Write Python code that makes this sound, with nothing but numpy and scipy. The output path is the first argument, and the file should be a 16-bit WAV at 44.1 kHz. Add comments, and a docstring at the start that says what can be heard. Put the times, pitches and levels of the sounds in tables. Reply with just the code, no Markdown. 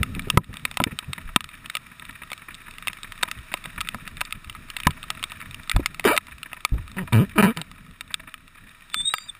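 """Heavy rain taps on a waterproof plastic case with a camera inside, on a slowly rolling motorcycle.
Each drop is a crack of noise plus decaying sines, and the squarest hits add a low, damped sine thud.
Filtered noise makes patter, tyre wash, wind and gusts; the engine is a low tone with dull puffs.
Later a wet finger judders across the lens cover as stick-slip clicks and a filtered sawtooth.
Near the end a brake squeals as gliding sines; gain control and a slow converter colour it all."""
import sys
import numpy as np
from scipy import signal
from scipy.fft import rfft, irfft, next_fast_len
from scipy.io import wavfile
from scipy.ndimage import uniform_filter1d

SR = 44100
rng = np.random.default_rng(int(sys.argv[2]) if len(sys.argv) > 2 else 0)


def pcm_store(signal):
    """Save signal as 16-bit PCM."""
    levels = np.round(np.clip(np.atleast_2d(signal), -1, 1) * 32767)
    wavfile.write(sys.argv[1], SR, levels.astype(np.int16).T)


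N = 414099

# tyre wash and fine rain heard through the case: (frequency [Hz], relative density [dB per Hz])
WASH_SPECTRUM = [(300, -0.5), (500, -11), (850, -14.5), (1150, 0.5), (1500, -2.5), (1850, 7.5),
                 (2080, -3.5), (2350, 6.5), (2700, 0), (3300, -7), (3750, 2), (4200, -13.5), (5700, -8.5)]
# narrow resonances in the wash: (frequency [Hz], width [Hz], relative level [dB])
WASH_RESONANCES = [(646, 23, -19), (987, 72, -17.5), (1296, 170, -5)]
# swell of tyre wash and fine rain: (time [s], level before layer trims [dB])
WASH_LEVEL = [(0, -42), (0.9, -44.5), (2.0, -44.5), (3.6, -41), (4.4, -44.5), (5.2, -41), (6.45, -46),
              (7.3, -46), (8.45, -50.5), (8.85, -46), (9.39, -47.5)]
# rumble of wind on the case: (frequency [Hz], relative density [dB per Hz])
WIND_SPECTRUM = [(20, 13.5), (55, 3), (85, 8), (115, 3), (160, 6), (210, 1), (260, 1), (330, -17),
                 (450, -17), (900, -31)]
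# swell of the wind: (time [s], level before trim [dB])
WIND_LEVEL = [(0, -36.5), (0.7, -50.5), (1.1, -51), (1.6, -53.5), (3.0, -56.5), (4.0, -47.5), (4.4, -53.5),
              (5.2, -49), (5.55, -53), (6.0, -46), (6.45, -59), (7.3, -41.5), (7.8, -53), (8.2, -56.5),
              (9.39, -60.5)]
# engine beat: (time [s], mean firings per second [Hz], level before trim [dB])
ENGINE_CURVE = [(0, 29, -46), (1.5, 22.8, -61), (3, 23.6, -43.5), (5.5, 21, -40.5), (7.5, 23, -59),
                (9.39, 19.6, -51)]
# gusts and bumps of the case: (time [s], level [dB], centre frequency [Hz])
CASE_BUFFETS = [(0.001, -22.5, 89.6), (.162, -30.5, 149), (0.27, -31, 161.5), (.335, -27, 122),
                (.38, -18, 105.5), (.49, -33.5, 94.3), (0.809, -25.5, 145.7), (0.865, -24, 168.3),
                (0.916, -33.5, 116.2), (1.076, -32.5, 85), (1.24, -36, 26.56), (3.368, -38.5, 63.1),
                (3.761, -40, 34.6), (3.94, -35.5, 120.3), (4.465, -41, 62.1), (4.872, -20.5, 90),
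                (5.74, -18, 50), (5.794, -24.5, 217), (6.3, -44.5, 52.8), (6.72, -23, 54.73),
                (6.78, -35, 39.85), (8.96, -46.5, 189.5)]
# loudest drops on the case: (time [s], tap level [dB], wall knock level before trim [dB])
CASE_DROPS = [(0.0312, -19.5, -42), (0.194, -28.5, -51), (0.301, -16.5, -37), (0.3733, -7, -5),
              (0.5695, -34.5, -54.5), (0.652, -19.5, -35), (0.713, -34.5, -45), (0.7715, -23, -31.5),
              (0.801, -22, -17), (0.8393, -15.5, -33), (0.9891, -25, -49), (1.1323, -26.5, -60),
              (1.3612, -7.5, -17), (1.4067, -23, -46), (1.4423, -29.5, -53), (1.659, -35, -61),
              (1.6993, -29, -54), (1.7521, -23, -40), (1.7687, -27.5, -46), (2.317, -31.5, -37),
              (2.3311, -30.5, -54), (2.7833, -36.5, -71), (2.8722, -24.5, -37.5), (2.8814, -22, -65),
              (2.9315, -36, -64), (3.1214, -34.5, -51), (3.228, -25, -35), (3.2316, -16, -23),
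              (3.3137, -26.5, -50), (3.5399, -22.5, -27.5), (3.6569, -32.5, -40.5), (3.8065, -26.5, -55),
              (3.8118, -24, -58), (3.8879, -25, -66), (3.9456, -30, -34), (4.0764, -32.5, -47),
              (4.208, -28, -56), (4.213, -21.5, -30), (4.3249, -26, -66), (4.4973, -32.5, -67),
              (4.7017, -33, -64), (4.7665, -26, -42), (4.8015, -31.5, -50), (4.834, -32, -63),
              (4.87, -12.5, -11), (4.9074, -31, -45), (5.0292, -34, -57), (5.1032, -23, -45),
              (5.228, -29.5, -45), (5.239, -23.5, -51), (5.319, -34, -46), (5.5447, -34, -62),
              (5.6963, -22.5, -58), (5.715, -21, -62), (5.7631, -24.5, -25.5), (5.8597, -18.5, -45),
              (5.9961, -27, -37.5), (6.042, -27.5, -35), (6.165, -24.5, -34), (6.1766, -13.5, -30),
              (6.431, -31, -61), (6.531, -31.5, -38.5), (6.65, -16, -35), (7.131, -26.5, -36.5),
              (7.5723, -29, -38.5), (7.6152, -30, -42), (8.009, -30.5, -46.5), (8.142, -21, -56),
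              (8.341, -33.5, -58), (8.9435, -21, -45.5), (9.1384, -18.5, -32), (9.183, -32, -57)]
# ringing of the case: (frequency [Hz], relative level [dB], 60 dB decay time [s])
CASE_MODES = [(970, -40, 0.061), (1268.5, 6.5, 0.029), (1616, -30, 0.11), (2050, 4.5, 0.011),
              (2328, -4.5, 0.026), (2570, 4, 0.014), (2710, -8.5, 0.027), (2870, -1.5, 0.011),
              (3490, -3.5, 0.015), (3690, 0.5, .016), (4460, -6, 0.0091), (4600, -35, 0.03),
              (5290, -17.5, 0.016)]
# bending of the wall under a heavy drop: (frequency [Hz], relative level [dB], 60 dB decay time [s])
WALL_MODES = [(561, -4, 0.025), (757, 8, 0.0092), (1004, -1, 0.042)]
# squeezed air inside the case: (frequency [Hz], relative level [dB], 60 dB decay time [s])
AIR_MODES = [(123, -12, 0.045), (200, 3.5, 0.0074), (309, -7, 0.022)]
# loudest soft splashes, as on a helmet or jacket: (time [s], level before layer trims [dB])
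SOFT_SPLATS = [(0.871, -35.5), (1.179, -34), (2.09, -36), (2.217, -36.5), (2.483, -36.5), (3.042, -36),
               (3.276, -34), (3.516, -33.5), (3.777, -34), (5.171, -39), (5.421, -38), (6.457, -38),
               (6.566, -38), (6.779, -41), (6.983, -29), (7.075, -35.5), (7.584, -40), (8.105, -38.5),
               (8.195, -38.5), (8.273, -39.5)]
# low thuds of heavy drops that hit the case squarely, and one hand bump at 6.72 s:
# (time [s], level before damping [dB], frequency [Hz])
LOW_THUDS = [(0.3729, 7, 135), (0.801, -15, 200), (1.362, -6.5, 220), (4.8679, -3.5, 150),
             (5.7636, -8.5, 130), (6.722, -12.5, 50)]
# finger strokes: (time [s], hold [s], lift [s], mean slip rate pressing [Hz], mean slip rate lifting [Hz],
# flexing level [dB], rasp level at the start [dB])
FINGER_STROKES = [(6.05, 0.0088, 0.021, 384, 200, -15, -11.5), (6.075, 0.024, .07, 304, 660, -23, -15.5),
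                  (6.965, 0.058, 0.024, 191, 135, -28, -35.5), (7.123, .072, .06, 114.3, 195, -12.5, -24),
                  (7.356, .018, .01, 310, 247, -24, -35), (7.379, .027, .012, 225, 160, -12.5, -13.5),
                  (7.424, .024, 0.024, 205, 165, -11, -16.5), (7.463, .006, 0.057, 170, 228, -16, -25),
                  (7.564, 0.019, .05, 170, 165, -30.5, -38)]
# lens cover under the finger: (frequency [Hz], width [Hz], relative level [dB])
COVER_RESONANCES = [(334, 37, 4.5), (420, 49, 0), (660, 110, -2), (980, 70, 4), (1255, 55, 7),
                    (1670, 440, -1.5), (2110, 470, -9.5), (2330, 96, 0.5), (2980, 290, -7.5),
                    (3705, 71, -9.5), (4840, 350, -22.5)]
# lower mode of the brake disc: (time [s], mean frequency [Hz], mean level of the sine's peak [dB])
LOW_SQUEAL = [(8.915, 3520, -58), (8.935, 3522, -31.5), (9.01, 3550, -24), (9.043, 3590, -33.5),
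              (9.058, 3720, -20), (9.08, 3742, -13.5), (9.1, 3780, -26), (9.13, 3900, -34),
              (9.17, 3650, -45), (9.272, 3840, -58), (9.298, 3520, -29), (9.325, 3450, -70)]
# higher mode of the brake disc: (time [s], mean frequency [Hz], mean level of the sine's peak [dB])
HIGH_SQUEAL = [(9.12, 4800, -62), (9.155, 4750, -39), (9.25, 4730, -49), (9.29, 4870, -57)]

# a drop is heavy when its knock is no further than this below its tap; the excess dulls it
HEAVY_WITHIN_DB, HEAVY_DULLING_DB_PER_DB, LIGHT_BRIGHT_DB = 11.5, 0.71, 1.5
SPLAT_S = 0.01  # a splash peaks after a third of this
BUFFET_CYCLES = 2.9  # a buffet peaks after a third of this, so deep ones last longer
THUD_CYCLES = 0.67  # decay time constant
GRIP_S, FLEX_BUILD_CYCLES = 0.0015, 1.26
RASP_SAG_DB_PER_S, SLIP_GLIDE_SHARE = 83, 0.4  # share of the lift over which the slip rate glides
CONVERTER_HZ, CUTOFF_HZ = 12000, 15100


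def from_db(db):
    """Decibels to gain."""
    return 10 ** (np.asarray(db) / 20)


def rms_one(x):
    """Scale to rms 1."""
    return x / np.sqrt(np.mean(x ** 2) + 1e-20)


def in_time(rows):
    """Draw each column of a curve at every sample."""
    s, *columns = np.transpose(rows)
    return [np.interp(np.arange(N) / SR, s, column) for column in columns]


def during(rows, fade=0.0027):
    """Open a gate while a curve lasts, with short fades outside it."""
    start, end = rows[0][0], rows[-1][0]
    return np.interp(np.arange(N) / SR, [start - fade, start, end, end + fade], [0, 1, 1, 0])


def add(out, s, sound):
    """Mix a short sound in at time s."""
    i = int(np.clip(round(s * SR), 0, N - 1))
    out[i:i + len(sound)] += sound[:N - i]


def cut(x, hz, kind, order=2):
    """Butterworth filter."""
    sections = signal.butter(order, hz, kind, fs=SR, output="sos")
    return signal.sosfilt(sections, x + 1e-18)


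def drift(rate):
    """Smooth random wander of spread 1, with rate new targets per second."""
    knots = rng.standard_normal(int(N / SR * rate) + 2)
    wander = np.interp(np.arange(N) / SR * rate, np.arange(len(knots)), knots)
    return wander / np.sqrt(2 / 3)  # interpolation narrows the spread


def coloured(spectrum):
    """Noise shaped to a spectrum, at rms 1."""
    hz, db = np.transpose(spectrum)
    size = next_fast_len(N)
    bins = np.maximum(np.fft.rfftfreq(size, 1 / SR), 1)
    gain = from_db(np.interp(np.log(bins), np.log(hz), db, left=-60, right=-60))
    return rms_one(irfft(rfft(rng.standard_normal(size)) * gain, size)[:N])


def resonate(x, hz, width):
    """Two-pole resonance with gain 1 on top."""
    r = np.exp(-np.pi * width / SR)
    feed = np.array([1, 0, -1]) * (1 - r * r) / 2
    return signal.lfilter(feed, [1, -2 * r * np.cos(2 * np.pi * hz / SR), r * r], x + 1e-18)


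def struck(modes, tilt_db, scatter_db, detune):
    """Decaying sines with random strengths, signs and detuning per impact; tilt is per octave."""
    hz, db, t60 = np.transpose(modes)[:, :, None]
    t = np.arange(int(0.06 * SR)) / SR
    strength, sign, shift = rng.standard_normal((3, len(modes), 1))
    gain = np.sign(sign) * from_db(db + tilt_db * np.log2(hz / hz[0]) + scatter_db * strength)
    decay = from_db(-60 * t / t60)
    return np.sum(gain * decay * np.sin(2 * np.pi * hz * (1 + detune * shift) * t), axis=0)


def at_level(sound, db):
    """Set the rms of the first 10 ms."""
    return sound * from_db(db) / np.sqrt(np.mean(sound[:SR // 100] ** 2) + 1e-20)


def shower(wash_db, per_s, least_db, range_db):
    """Random impacts (time [s], level [dB]), one per time slot; most are small, and all follow the wash."""
    slots = np.arange(0, N / SR, 1 / per_s)
    place, size = rng.random((400, 2))[:len(slots)].T
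    s = np.minimum(slots + place / per_s, (N - 1) / SR)
    levels = wash_db[(s * SR).astype(int)] + least_db + range_db * size ** 2
    return list(zip(s, levels))


def wash(wash_db, steady_db=-7, patter_db=-8, per_s=30, splash_s=0.0032):
    """Tyres hiss on the water while rain splashes on helmet and tank; both come through the case."""
    hiss = coloured(WASH_SPECTRUM)
    for hz, width, db in WASH_RESONANCES:
        hiss = hiss + from_db(db) * rms_one(resonate(rng.standard_normal(N), hz, width))
    sizes = from_db(0.66 * np.clip(rng.standard_normal(N), -2, 2))
    splashes = (rng.random(N) < per_s / SR) * sizes
    r = np.exp(-1 / (splash_s * SR))
    swell = signal.lfilter([1], [1, -2 * r, r * r], splashes + 1e-18)  # rounded rise and fall
    patter = rms_one(swell * cut(coloured(WASH_SPECTRUM), [1050, 3100], "band"))
    return from_db(wash_db) * (from_db(steady_db) * rms_one(hiss) + from_db(patter_db) * patter)


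def wind(wind_db, level_db=2.0, lumpy_db=4.0):
    """The air stream rumbles on the case: low noise with a lumpy, wandering level."""
    return from_db(wind_db + level_db + lumpy_db * drift(22)) * coloured(WIND_SPECTRUM)


def engine(level_db=-4.0, muffle_hz=260, uneven_db=2):
    """One cylinder: a low sine at the firing rate, with a quieter dull puff at every firing."""
    rate, db = in_time(ENGINE_CURVE)
    turns = np.cumsum(rate * (1 + 0.00903 * drift(6.3))) / SR
    puffs = np.diff(np.floor(turns), prepend=0) * from_db(uneven_db * drift(25))
    muffled = cut(puffs, muffle_hz, "low", order=4)
    exhaust = rms_one(cut(muffled, 41, "high"))
    return from_db(db + level_db) * (np.sin(2 * np.pi * turns) + from_db(-11.5) * exhaust)


def buffets(spread=1.63):
    """Gusts and bumps on the case: bursts of low band noise that swell quickly and die away."""
    out = np.zeros(N)
    for s, db, hz in CASE_BUFFETS:
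        length = BUFFET_CYCLES / hz
        age = np.arange(int(4 * length * SR)) / (length * SR)
        band = [hz / max(spread, 1.1), hz * max(spread, 1.1)]
        eddies = cut(rng.standard_normal(2 * SR), band, "band")[-len(age):]  # filter has settled
        burst = eddies * age * np.exp(-3 * age)
        add(out, s, from_db(db) * burst / np.sqrt(np.sum(burst ** 2) / (length * SR)))
    return out


def drops(tilt_db=3.0, crack_t60=0.0062, crack_hz=2500, knock_db=-2, air_db=-12, rebound=0.37):
    """A drop cracks as it bursts and rings case, wall and inner air; heavy ones sound duller."""
    out, t = np.zeros(N), np.arange(int(0.06 * SR)) / SR
    for s, tap, knock in CASE_DROPS:
        heaviness = max(knock - tap + HEAVY_WITHIN_DB, 0)
        bright = LIGHT_BRIGHT_DB - HEAVY_DULLING_DB_PER_DB * heaviness
        ring = struck(CASE_MODES, tilt_db + 0.8 * bright, scatter_db=3.5, detune=0.006)
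        centre = np.clip(crack_hz * from_db(bright / 2), 1000, 4200)  # small, fast drops burst higher
        burst = rng.standard_normal(len(t)) * from_db(-60 * t / crack_t60)
        crack = cut(burst, [centre * 0.66, centre * 1.228], "band")
        tick = cut(rms_one(ring) + rms_one(crack), 900, "high", order=3)
        # the flattened drop slaps again
        delay = rng.uniform(0.000683, 0.003)
        tick = tick + rebound * np.interp(t - delay, t, tick, left=0)
        wall = cut(struck(WALL_MODES, 0, scatter_db=2.5, detune=0.005), 560, "high", order=3)
        air = cut(struck(AIR_MODES, 0, scatter_db=2.5, detune=0.08), [50, 450], "band")
        add(out, s, at_level(tick, tap))
        add(out, s, at_level(wall, knock + knock_db) + at_level(air, knock + air_db))
    return out


def fine_drops(wash_db, per_s=11, least_db=-3, range_db=12):
    """Droplets tick on the case at random, ringing its modes around and above the level of the wash."""
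    out = np.zeros(N)
    for s, db in shower(wash_db, per_s, least_db, range_db):
        ring = struck(CASE_MODES, rng.normal(4, 5), scatter_db=4, detune=0.01)
        add(out, s, at_level(cut(ring, 950, "high", order=3), db))
    return out


def splats(wash_db, splash_db=2, thump_db=-9, per_s=4, least_db=-1, range_db=6):
    """Water bursts on something soft: a rounded, dull noise splash over a small thump; more fall at random."""
    splash, thump = np.zeros((2, N))
    age = np.arange(SR // 8) / (SPLAT_S * SR)
    for s, db in list(SOFT_SPLATS) + shower(wash_db, per_s, least_db, range_db):
        add(splash, s, from_db(db + splash_db) * 3 * age * np.exp(1 - 3 * age))
        add(thump, s, from_db(db + thump_db) * 2 * age * np.exp(1 - 2 * age))
    spray = splash * rms_one(cut(coloured(WASH_SPECTRUM), [1100, 2600], "band"))
    push = splash * rms_one(cut(rng.standard_normal(N), [700, 1500], "band", order=1))
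    # the case hums briefly after each
    ringing = sum(resonate(push, hz, width) for hz, width, db in WASH_RESONANCES)
    body = thump * rms_one(cut(rng.standard_normal(N), [110, 280], "band", order=3))
    return spray + ringing + body


def thuds():
    """Heavy drops hit the case squarely, and a hand bumps it once: heavily damped low sines."""
    out, t = np.zeros(N), np.arange(SR // 8) / SR
    for s, db, hz in LOW_THUDS:
        add(out, s, from_db(db) * np.sin(2 * np.pi * hz * t) * np.exp(-hz * t / THUD_CYCLES))
    return out


def stroking(flex_fade=0.83, rasp_fade=0.77):
    """The finger grips, flexing builds while rasp sags, and the slip rate glides as it lifts."""
    t = np.arange(N) / SR
    rate, flex, rasp = np.full(N, 200.0), np.zeros(N), np.zeros(N)
    for s, hold, lift, pressed_hz, lifted_hz, flex_db, rasp_db in FINGER_STROKES:
        age = np.arange(int((hold + lift) * SR)) / SR
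        pressure = np.minimum(age / GRIP_S, 1) * np.interp(age, [hold, hold + lift], [1, 0])
        build = 1 - np.exp(-age * pressed_hz / FLEX_BUILD_CYCLES)
        add(flex, s, from_db(flex_db) * build * pressure ** flex_fade)
        sagging_db = rasp_db - RASP_SAG_DB_PER_S * np.minimum(age, hold)
        add(rasp, s, from_db(sagging_db) * pressure ** rasp_fade)
        glide = np.interp(t - s - hold, [0, SLIP_GLIDE_SHARE * lift], [pressed_hz, lifted_hz])
        rate = np.where(t < s, rate, glide)
    return rate, flex, rasp


def finger(jitter=0.075, uneven_db=2.2, flex_hz=170, grit_db=-12, catch=0.55, damping_db=3):
    """Wet skin sticks and slips: the cover flexes in a sawtooth and slips click in its resonances."""
    rate, flex, rasp = stroking()
    turns = np.cumsum(rate * (1 + jitter * drift(250))) / SR
    slips = np.diff(np.floor(turns), prepend=0) * from_db(uneven_db * drift(300))
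    # in slow judder the skin also catches again abruptly, about half-way through the cycle
    catches = np.diff(np.floor(turns + 0.45), prepend=0) * (rate < 150)
    grit = rng.standard_normal(N) * np.exp(-3 * (turns % 1))
    force = rms_one(slips - catch * catches) + from_db(grit_db) * rms_one(grit)
    clicks = np.zeros(N)
    for k, (hz, width, db) in enumerate(COVER_RESONANCES):
        # the moving fingertip damps now one resonance, now another
        gain = (-1) ** k * from_db(db + damping_db * drift(35))
        clicks += gain * resonate(force, hz, width)
    sawtooth = cut(0.5 - turns % 1, flex_hz, "low", order=1)
    bending = cut(cut(sawtooth, 70, "high"), 520, "low")
    # even out both signals so that the strokes alone set their levels
    clicks, bending = [v / np.sqrt(uniform_filter1d(v * v, size=600) + 1e-12) for v in (clicks, bending)]
    return flex * bending + rasp * clicks


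def squeal(curve, waver=0.00145, flutter_db=4.0):
    """The wet pad makes one mode of the disc sing: a gliding sine with unsteady pitch and level."""
    hz, db = in_time(curve)
    turns = np.cumsum(hz * (1 + waver * drift(200))) / SR
    return during(curve) * from_db(db + flutter_db * drift(120)) * np.sin(2 * np.pi * turns)


def scene():
    """Rain, bike, wind and handling, as they reach the microphone inside the case."""
    wash_db, = in_time(WASH_LEVEL)
    wind_db, = in_time(WIND_LEVEL)
    rain = wash(wash_db) + drops() + fine_drops(wash_db) + splats(wash_db)
    bike = engine() + squeal(LOW_SQUEAL) + squeal(HIGH_SQUEAL)
    return (rain + bike + wind(wind_db) + buffets() + thuds() + finger())[None]


def gain_control(x, threshold_db=-4, release_db_per_s=90, attack_s=0.0092):
    """A loud peak pulls the gain down; the detected level then falls steadily and the gain recovers."""
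    fall = release_db_per_s * np.arange(N) / SR
    peak_db = 20 * np.log10(np.abs(x) + 1e-9)
    level = np.maximum.accumulate(peak_db + fall, axis=1) - fall
    r = np.exp(-1 / (attack_s * SR))
    reduction_db = signal.lfilter([1 - r], [1, -r], np.maximum(level - threshold_db, 0))
    return x * from_db(-reduction_db)


def record(dry):
    """A slow converter overloads on loud taps and holds each sample, mirroring sound into the treble."""
    slow = signal.resample_poly(gain_control(dry), CONVERTER_HZ, SR, axis=1, window=("kaiser", 3))
    clipped = slow / (1 + (slow / 0.7) ** 6) ** (1 / 6)  # soft ceiling at 0.7
    steps = np.repeat(clipped, 4, axis=1)
    held = signal.resample_poly(steps, SR, 4 * CONVERTER_HZ, axis=1)[:, :N]
    lowpass = signal.ellip(8, 0.5, 70, CUTOFF_HZ, fs=SR, output="sos")
    return signal.sosfilt(lowpass, held)


dry = scene()
out = record(dry)
pcm_store(out)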